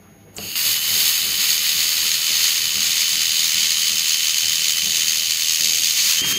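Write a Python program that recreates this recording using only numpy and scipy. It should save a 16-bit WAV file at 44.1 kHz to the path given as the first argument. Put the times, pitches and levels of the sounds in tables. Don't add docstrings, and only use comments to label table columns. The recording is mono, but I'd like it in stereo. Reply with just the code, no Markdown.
import sys
import numpy as np
from scipy import signal
from scipy.fft import rfft, irfft, next_fast_len
from scipy.io import wavfile
from scipy.ndimage import uniform_filter1d, map_coordinates

SR = 44100
rng = np.random.default_rng(int(sys.argv[2]) if len(sys.argv) > 2 else 0)


def wav_record(signal):
    frames = np.transpose(np.atleast_2d(signal))
    bounded = np.clip(frames, -1, 1)
    quanta = np.round(bounded * 32767).astype(np.int16)
    wavfile.write(sys.argv[1], SR, quanta)


def convert_level_to_amplitude(level_db):
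    exponent = np.asarray(level_db, float) / 20
    return 10 ** exponent


N = 281562
TIME = np.arange(N) / SR
SIZE = next_fast_len(N + 4096)
HZ = np.maximum(np.fft.rfftfreq(SIZE, 1 / SR), 1)

STRIKE_S = 0.5555
SHIELDED_S = 0.11
LULL_S, LULL_WIDTH_S = 6.01, 0.14
LIFT_S, LIFT_TAKES_S = 6.218, 0.0054


def rms_one(x):
    return x / np.sqrt(np.mean(x ** 2) + 1e-20)


def in_time(rows):
    s, *columns = np.transpose(rows)
    return [np.interp(TIME, s, c) for c in columns]


def at_hz(points, hz=HZ):
    points = np.array(points)
    return np.interp(np.log(hz), np.log(points[:, 0]), points[:, 1])


def shape(x, response):
    return irfft(rfft(x, SIZE) * response, SIZE)[..., :N]


def step(s, takes):
    return 0.5 + 0.5 * np.tanh((TIME - s) / takes)


def since(s):
    return np.maximum(TIME - s, 0)


def drift(rate):
    r = np.exp(-40 * np.pi * rate / SR)
    noise = rng.standard_normal(N // 20 + 2002)
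    slow = signal.lfilter([1], [1, -2 * r, r * r], noise)[2000:]
    return np.interp(np.arange(N) / 20, np.arange(len(slow)), rms_one(slow))


def warble(hz, width_hz, steady=0):
    turn = 2 * np.pi * np.cumsum(hz * np.ones(N)) / SR
    tone = (steady + drift(width_hz)) * np.cos(turn) + drift(width_hz) * np.sin(turn)
    return tone / np.sqrt(1 + steady ** 2 / 2)


# (frequency [Hz], level [dB])
LEFT_PORT = [(890, -27.5), (1130, -21), (1650, -19.5), (1850, -16.5), (3300, -7.5), (4500, -1), (5200, -5),
             (5600, -9.5), (6400, -14.5), (7400, -22.5), (8500, -34), (10050, -29), (11000, -12),
             (15300, -12.5)]
RIGHT_PORT = [(890, -28), (1130, -21), (1650, -22.5), (1850, -14), (2800, -13.5), (3400, -15), (5400, -16),
              (6100, -6.5), (6450, -0.5), (7000, -6.5), (8200, -10.5), (12500, -8.5), (13900, -9),
              (14900, -6.5)]
# (frequency [Hz], lead [rad])
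LEAD = [(0, -0.5), (2840, 0.5), (3100, 0), (3450, 6), (3700, 5), (5340, 3), (6370, 2.5), (8010, 2.5),
        (8960, 3.5), (9650, 3.2), (11600, -1.2), (12100, -1.5), (14600, -1), (16400, 7)]
# (delay [s], level [dB])
TABLE_ECHO = [(.000976, -14), (.000976, -10)]


def ports():
    fold = irfft(np.log(convert_level_to_amplitude(at_hz(LEFT_PORT))), SIZE)
    fold[SIZE // 2:] = 0
    phase = 2 * rfft(fold).imag
    lead = np.interp(HZ, *np.transpose(LEAD))
    sheen = 1 / (1 + (7000 / HZ) ** 4)
    echo = [1 - sheen * convert_level_to_amplitude(db) * np.exp(-2j * np.pi * HZ * s) for s, db in TABLE_ECHO]
    rumble_cut = np.minimum(HZ / 700, 1) ** 2
    left = convert_level_to_amplitude(at_hz(LEFT_PORT)) * np.exp(1j * phase)
    right = convert_level_to_amplitude(at_hz(RIGHT_PORT)) * np.exp(1j * (phase - lead))
    return np.array([left * echo[0], right * echo[1]]) * rumble_cut


PORTS = ports()

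# (frequency [Hz], likeness [0-1])
ALIKE = [(900, 0.27), (1900, 0.93), (2600, 0.95), (3250, 0.38), (3700, 0.61), (5200, 0.28), (5900, 0.92),
         (6400, 0.74), (7700, 0.59), (11000, 0.16), (12000, 0.78), (13500, 0.39)]
# (time [s], extra lag of the left port [samples])
TRAVEL = [(.5, -0.31), (6.38, 1.75)]


def heard(direct, scattered, band):
    alike = np.clip(at_hz(ALIKE), 0, 1)
    left, right = PORTS * band
    lag, = in_time(TRAVEL)
    near = map_coordinates(shape(direct, right * alike), [np.arange(N) + lag], order=3)
    far = shape(scattered, right * np.sqrt(1 - alike ** 2))
    return np.array([shape(direct, left), near + far])


# (frequency [Hz], width [Hz], level [dB])
NOZZLE = [(2870, 250, 13), (4560, 590, 3.5), (6630, 400, 4), (9370, 200, 1), (11950, 660, -5)]


def nozzle():
    return 0.76 + sum(convert_level_to_amplitude(db) / (1 + 2j * (HZ - hz) / width) for hz, width, db in NOZZLE)


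# (time [s], level [dB])
THUDS = [(.39, -39.5), (.66, -43), (.92, -40.5), (1.25, -39.5), (1.76, -43.5), (2.04, -47.5), (2.31, -49),
         (2.62, -46), (2.77, -41.5), (3.13, -45.5), (3.55, -45), (3.93, -46), (4.45, -47.5), (4.86, -41),
         (5.62, -42.5), (6.06, -49)]


def shop_level():
    rise_s, fall_db_per_s = 0.02, 43.5
    s, db = np.transpose(THUDS)[:, :, None]
    after = TIME[::64] - s
    swell = np.exp(-(np.minimum(after, 0) / rise_s) ** 2)
    thuds = convert_level_to_amplitude(2 * (db - fall_db_per_s * np.maximum(after, 0))) * swell
    power = np.interp(TIME, TIME[::64], thuds.sum(axis=0))
    floor_db = -48 - 2 * step(STRIKE_S, SHIELDED_S)
    return 10 * np.log10(power + convert_level_to_amplitude(2 * floor_db))


def mottled(x):
    murmur_db, murmur_hz = 3, 7.3
    tops = [1 / (1 + (HZ / hz) ** 8) for hz in (300, 900, 1600, 2600)] + [1]
    spectrum = rfft(x, SIZE)
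    out = 0
    for below, top in zip([0] + tops, tops):
        band = irfft(spectrum * (top - below), SIZE)[:, :N]
        out = out + band * convert_level_to_amplitude(murmur_db * drift(murmur_hz))
    return out


# (frequency [Hz], level [dB per Hz])
SHOP_COLOUR = [(15, -50), (25, -16), (69, -6), (92, -7), (124, -32), (203, -4), (235, -9.5), (504, -8.5),
               (800, -13.5), (2160, -17.5), (5780, -29), (6530, -21.5), (9000, -53), (11700, -94),
               (19800, -120)]
# (frequency [Hz], likeness [0-1]; values below 0 count as 0)
SHOP_ALIKE = [(30, .85), (60, 0.94), (130, .98), (290, 0.75), (640, 0.3), (1410, -0.59), (3100, 0.27),
              (6820, 0.0053), (15000, 0.5)]
# (frequency [Hz], width [Hz], level [dB])
HUM = [(100, 11.6, -56), (163.6, 25, -55), (202.3, 10, -55), (300, 13, -63.5), (328.6, 17, -62.5),
       (412, 22, -63.5), (664, 13, -67), (793, 17, -65.5)]
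# (frequency [Hz], level [dB])
WHINE = [(2202, -71.5), (6358, -78), (6605, -60), (8807, -79), (10029, -85), (10761, -67), (11499, -80),
         (12231, -77), (12473, -90), (12963, -70), (13695, -88), (14433, -63)]


def shop():
    alike = np.clip(at_hz(SHOP_ALIKE), 0, 1)
    colour = convert_level_to_amplitude(at_hz(SHOP_COLOUR))
    mid, side = rng.standard_normal((2, N))
    mid = shape(mid, colour * np.sqrt(1 + alike))
    side = shape(side, colour * np.sqrt(1 - alike))
    rumble = rms_one(mottled(np.array([mid + side, mid - side]))) * convert_level_to_amplitude(-49.5)
    hum = sum(convert_level_to_amplitude(db) * warble(hz, width) for hz, width, db in HUM)
    hum = hum + 0.04 * np.roll(hum, N // 2) * [[1], [-1]]
    whine = 0
    for hz, db in WHINE:
        pan_db = (at_hz(LEFT_PORT, hz) - at_hz(RIGHT_PORT, hz)) * np.array([[0.6], [-0.1]])
        whine = whine + convert_level_to_amplitude(db + 4.0 + pan_db) * np.sin(2 * np.pi * hz * TIME)
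    return (rumble + hum) * convert_level_to_amplitude(shop_level() + 47.5) + whine


LEAK_S = 0.335


def gas_levels():
    open_s, fills_s, seat_clears_s = 0.368, 0.053, 0.0056
    lifted = step(LIFT_S, LIFT_TAKES_S)
    shielded = (1 - np.exp(-since(STRIKE_S) / SHIELDED_S)) * (1 - lifted)
    seat = np.exp(-since(open_s) / seat_clears_s)
    leak_db = -71 + 543 * since(LEAK_S)
    flow_db = -27 - 11.5 * np.exp(-since(open_s) / fills_s) - 24 * seat
    level_db = np.where(TIME < open_s, leak_db, flow_db - 2.5 * shielded - 1 * lifted)
    treble_db = 17 * seat + 2.5 * shielded + 1 * lifted
    bass_db = lifted * (15.5 - 29 * since(LIFT_S))
    return level_db, treble_db, bass_db


def purge():
    gas = heard(*rng.standard_normal((2, N)), nozzle() * (HZ / 5000) ** 0.2)
    level_db, treble_db, bass_db = gas_levels()
    treble = shape(gas, 1 / (1 + (7000 / HZ) ** 8))
    bass = shape(gas, 1 / (1 + (HZ / 2300) ** 8))
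    tilted = gas + treble * (convert_level_to_amplitude(treble_db) - 1) + bass * (convert_level_to_amplitude(bass_db) - 1)
    return tilted / gas.mean(axis=0).std() * convert_level_to_amplitude(level_db) * (TIME > LEAK_S)


# (time [s], peak level [dB], knock against tick [dB], knock frequency [Hz])
CLICKS = [
    (.346, -40, -30, 540),
    (0.369, -38, -8, 540),
    (.384, -13.5, -12.5, 550),
    (0.517, -15, -33, 540),
    (0.5557, -8, -15, 1710),
    (6.22, -29, 2, 168),
    (6.245, -13, -9, 1193),
]


def clicks():
    ticks, knocks, after = np.zeros(N), np.zeros(N + 8000), TIME[:8000]
    for s, peak_db, knock_db, hz in CLICKS:
        start = round(s * SR)
        ticks[start] = convert_level_to_amplitude(peak_db)
        fade = (1 - np.exp(-after * hz * 2)) * np.exp(-after * hz / 6.6)
        ring = fade * sum(np.sin(2 * np.pi * k * hz * after) for k in (0.8, 1.03, 1.27)) / 2
        knocks[start:start + 8000] += convert_level_to_amplitude(peak_db + knock_db) * ring[:len(knocks) - start]
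    tick = heard(ticks, -ticks, nozzle() / (1 + (HZ / 6000) ** 4))
    loudest = convert_level_to_amplitude(np.max(np.array(CLICKS)[:, 1]))
    return tick * loudest / np.abs(tick.mean(axis=0)).max() + knocks[:N]


# (time [s], level [dB], frequency [Hz], decay [s])
PUFF = (.3655, -28, 7300, .012)


def puff():
    s, level_db, hz, decay = PUFF
    fade = np.exp(-np.clip(TIME - s, 0, 1) / decay) * (TIME > s)
    spit = rng.standard_normal((2, N)) * fade
    return shape(spit, 4.5 / (1 + ((HZ - hz) / 900) ** 2)) * convert_level_to_amplitude(level_db) * convert_level_to_amplitude([[-8], [4]])


FLARE_RISE_S, FLARE_END_S = 0.049, 6.328

# (time [s], level [dB])
PLUME = [(.55, -28.5), (.69, -18.5), (.8, -26), (1.0, -16.5), (1.26, -23), (1.5, -19.5), (2.12, -19.5),
         (2.22, -21.5), (2.5, -17), (2.6, -21.5), (2.88, -19.5), (3.5, -19), (4.17, -19), (4.37, -20),
         (4.87, -19), (5.4, -20.5), (5.68, -18), (6.09, -17.5)]


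def beam_levels():
    lifted = step(LIFT_S, LIFT_TAKES_S / 2)
    flaring = (TIME > LIFT_S) & (TIME < FLARE_END_S)
    welding = since(STRIKE_S)
    weld_db = in_time(PLUME)[0] - 46 * since(PLUME[-1][0])
    climb = np.exp(-since(LIFT_S) / FLARE_RISE_S)
    flare_db = np.where(TIME < FLARE_END_S, -18.5 - 17 * climb, -30)
    surge_db = np.clip(weld_db + 20, -6, 6)
    jet_db = -8.5 + 10 * np.exp(-welding / 1.42) + 0.81 * welding - 0.1 * surge_db
    free_jet_db = -5.5 + 7.5 * (1 - climb) * flaring
    roar_db = -13 - 0.84 * welding - 0.36 * surge_db + 5 * step(LULL_S, LULL_WIDTH_S)
    pairs = [(weld_db, flare_db), (jet_db, free_jet_db), (roar_db, -8.5)]
    return [(1 - lifted) * on_seam + lifted * off_seam for on_seam, off_seam in pairs]


def burst_level():
    lull_db = -11 * np.exp(-((TIME - LULL_S) / LULL_WIDTH_S) ** 2)
    weld_db = 3 + 1.74 * since(STRIKE_S) + lull_db
    return np.where(TIME < LIFT_S, weld_db - 35 * since(PLUME[-1][0]), -2.5)


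LUCK = np.clip(rng.standard_normal((520, 2)), -2, 2)


def swing(depth, rise=0.069, fall=0.15, spread_db=1.5, jitter=0.042):
    swing_hz, first_s = 79.93, 0.29
    turns = TIME * swing_hz + 0.5 - first_s
    luck = LUCK[turns.astype(int)]
    past = turns % 1 - 0.5 - jitter * luck[:, 1]
    hump = np.where(past < 0, np.exp(-(past / rise) ** 2), np.exp(-past / fall))
    power = 1 + depth * convert_level_to_amplitude(2 * (burst_level() + spread_db * luck[:, 0])) * hump
    return np.sqrt(power / uniform_filter1d(power, size=5520))


def torch():
    plume_db, jet_db, roar_db = beam_levels()
    low = 1 / (1 + (HZ / 2300) ** 8)
    high = 1 / (1 + (7650 / HZ) ** 16)
    common, out = drift(10.4), 0
    for band, rel_db, depth in [(low, roar_db, 0.45), (1 - low - high, 0, 1.05), (high, jet_db, 0.45)]:
        flicker = convert_level_to_amplitude(1.0 * common + 0.46 * drift(21))
        noise = rng.standard_normal((2, N)) * swing(depth) * flicker
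        part = heard(*noise, np.sqrt(np.clip(band, 0, 1)))
        rms = np.sqrt(np.mean(part.mean(axis=0) ** 2))
        out = out + part / rms * convert_level_to_amplitude(plume_db + rel_db)
    return out * (TIME > STRIKE_S)


# (time [s], level [dB])
SINGING = [
    (.56, -32),
    (.75, -31.5),
    (2.0, -33),
    (4.5, -29),
    (5.3, -31),
    (5.8, -36),
    (6.15, -34.5),
    (6.2, -24.5),
    (6.38, -25.5),
]


def whistle():
    level_db, = in_time(SINGING)
    hz = 3032 - 240 * np.exp(-since(STRIKE_S) / 0.095) + 5 * since(STRIKE_S)
    hz = hz + 150.6 * step(LIFT_S, 2 * LIFT_TAKES_S)
    flare = np.exp(-((TIME - FLARE_END_S + FLARE_RISE_S / 2) / FLARE_RISE_S) ** 2)
    hz = hz - 72 * flare + 14 * drift(40.7)
    tone = warble(hz, width_hz=50, steady=5.5)
    tone = tone * swing(0.59) * convert_level_to_amplitude(level_db) * convert_level_to_amplitude([[2.5], [-3]])
    octave = warble(2.012 * hz, width_hz=51, steady=1.5)
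    octave = octave * convert_level_to_amplitude(2 * level_db + 18) * convert_level_to_amplitude([[-8], [4]])
    return (tone + octave) * (TIME > SINGING[0][0])


def blown():
    low_hz, high_hz = 95, 390
    band = 1 / np.sqrt((1 + (low_hz / HZ) ** 4) * (1 + (HZ / high_hz) ** 8))
    mid, side = shape(rng.standard_normal((2, N)), band)
    level_db = -38.5 + 8 * np.exp(-since(LIFT_S) / 0.04) + 2.0 * drift(25)
    shudder = rms_one(mid + 0.15 * side * [[1], [-1]])
    return shudder * convert_level_to_amplitude(level_db) * step(LIFT_S, LIFT_TAKES_S / 2)


def scene():
    return shop() + purge() + clicks() + puff() + torch() + whistle() + blown()


def drop_faint(x):
    hz, _, z = signal.stft(x, SR, nperseg=2048, noverlap=1024)
    edges = np.r_[np.arange(32, 80, 4), np.arange(80, 128, 8), np.arange(128, 736, 16)]
    width = np.diff(np.r_[edges, len(hz)])[:, None]
    band = np.clip(np.searchsorted(edges, np.arange(len(hz)), "right") - 1, 0, None)

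    def power_of(v):
        return np.add.reduceat(np.abs(v) ** 2, edges, axis=1) / width

    turn = np.array([[1, 0.98], [1, -1.008]]) / np.sqrt(2)
    pair = np.einsum("ab,bft->aft", turn, z)
    power = power_of(pair)
    strong = power > power[::-1] * convert_level_to_amplitude([[[-20]], [[-27]]])
    pair = pair * np.where(hz[:, None] < 700, 1, strong[:, band])
    z = np.einsum("ab,bft->aft", turn, pair)
    power = power_of(z)
    limit_db = -31.5 + 3 * rng.standard_normal(strong.shape)
    limit = power.max(axis=1, keepdims=True) * convert_level_to_amplitude(2 * limit_db)
    keep = np.where(hz[:, None] < 775, 1, (power > limit)[:, band])
    wander = np.round(rng.normal(0, [[[1.1]], [[0.7]]], (2, 1, z.shape[2])))
    top_hz = np.array([15170, 15600])[:, None, None] + 86 * wander
    z = z * keep * (hz[:, None] < top_hz)
    return signal.istft(z, SR, nperseg=2048, noverlap=1024)[1][:, :N]


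def low_pass(x):
    return signal.sosfilt(signal.butter(12, 16800, fs=SR, output="sos"), x)


def record(dry):
    rounded = 1.12 * np.tanh(dry / 1.12)
    mix = drop_faint(rounded)
    return low_pass(mix)


dry = scene()
out = record(dry)
wav_record(out)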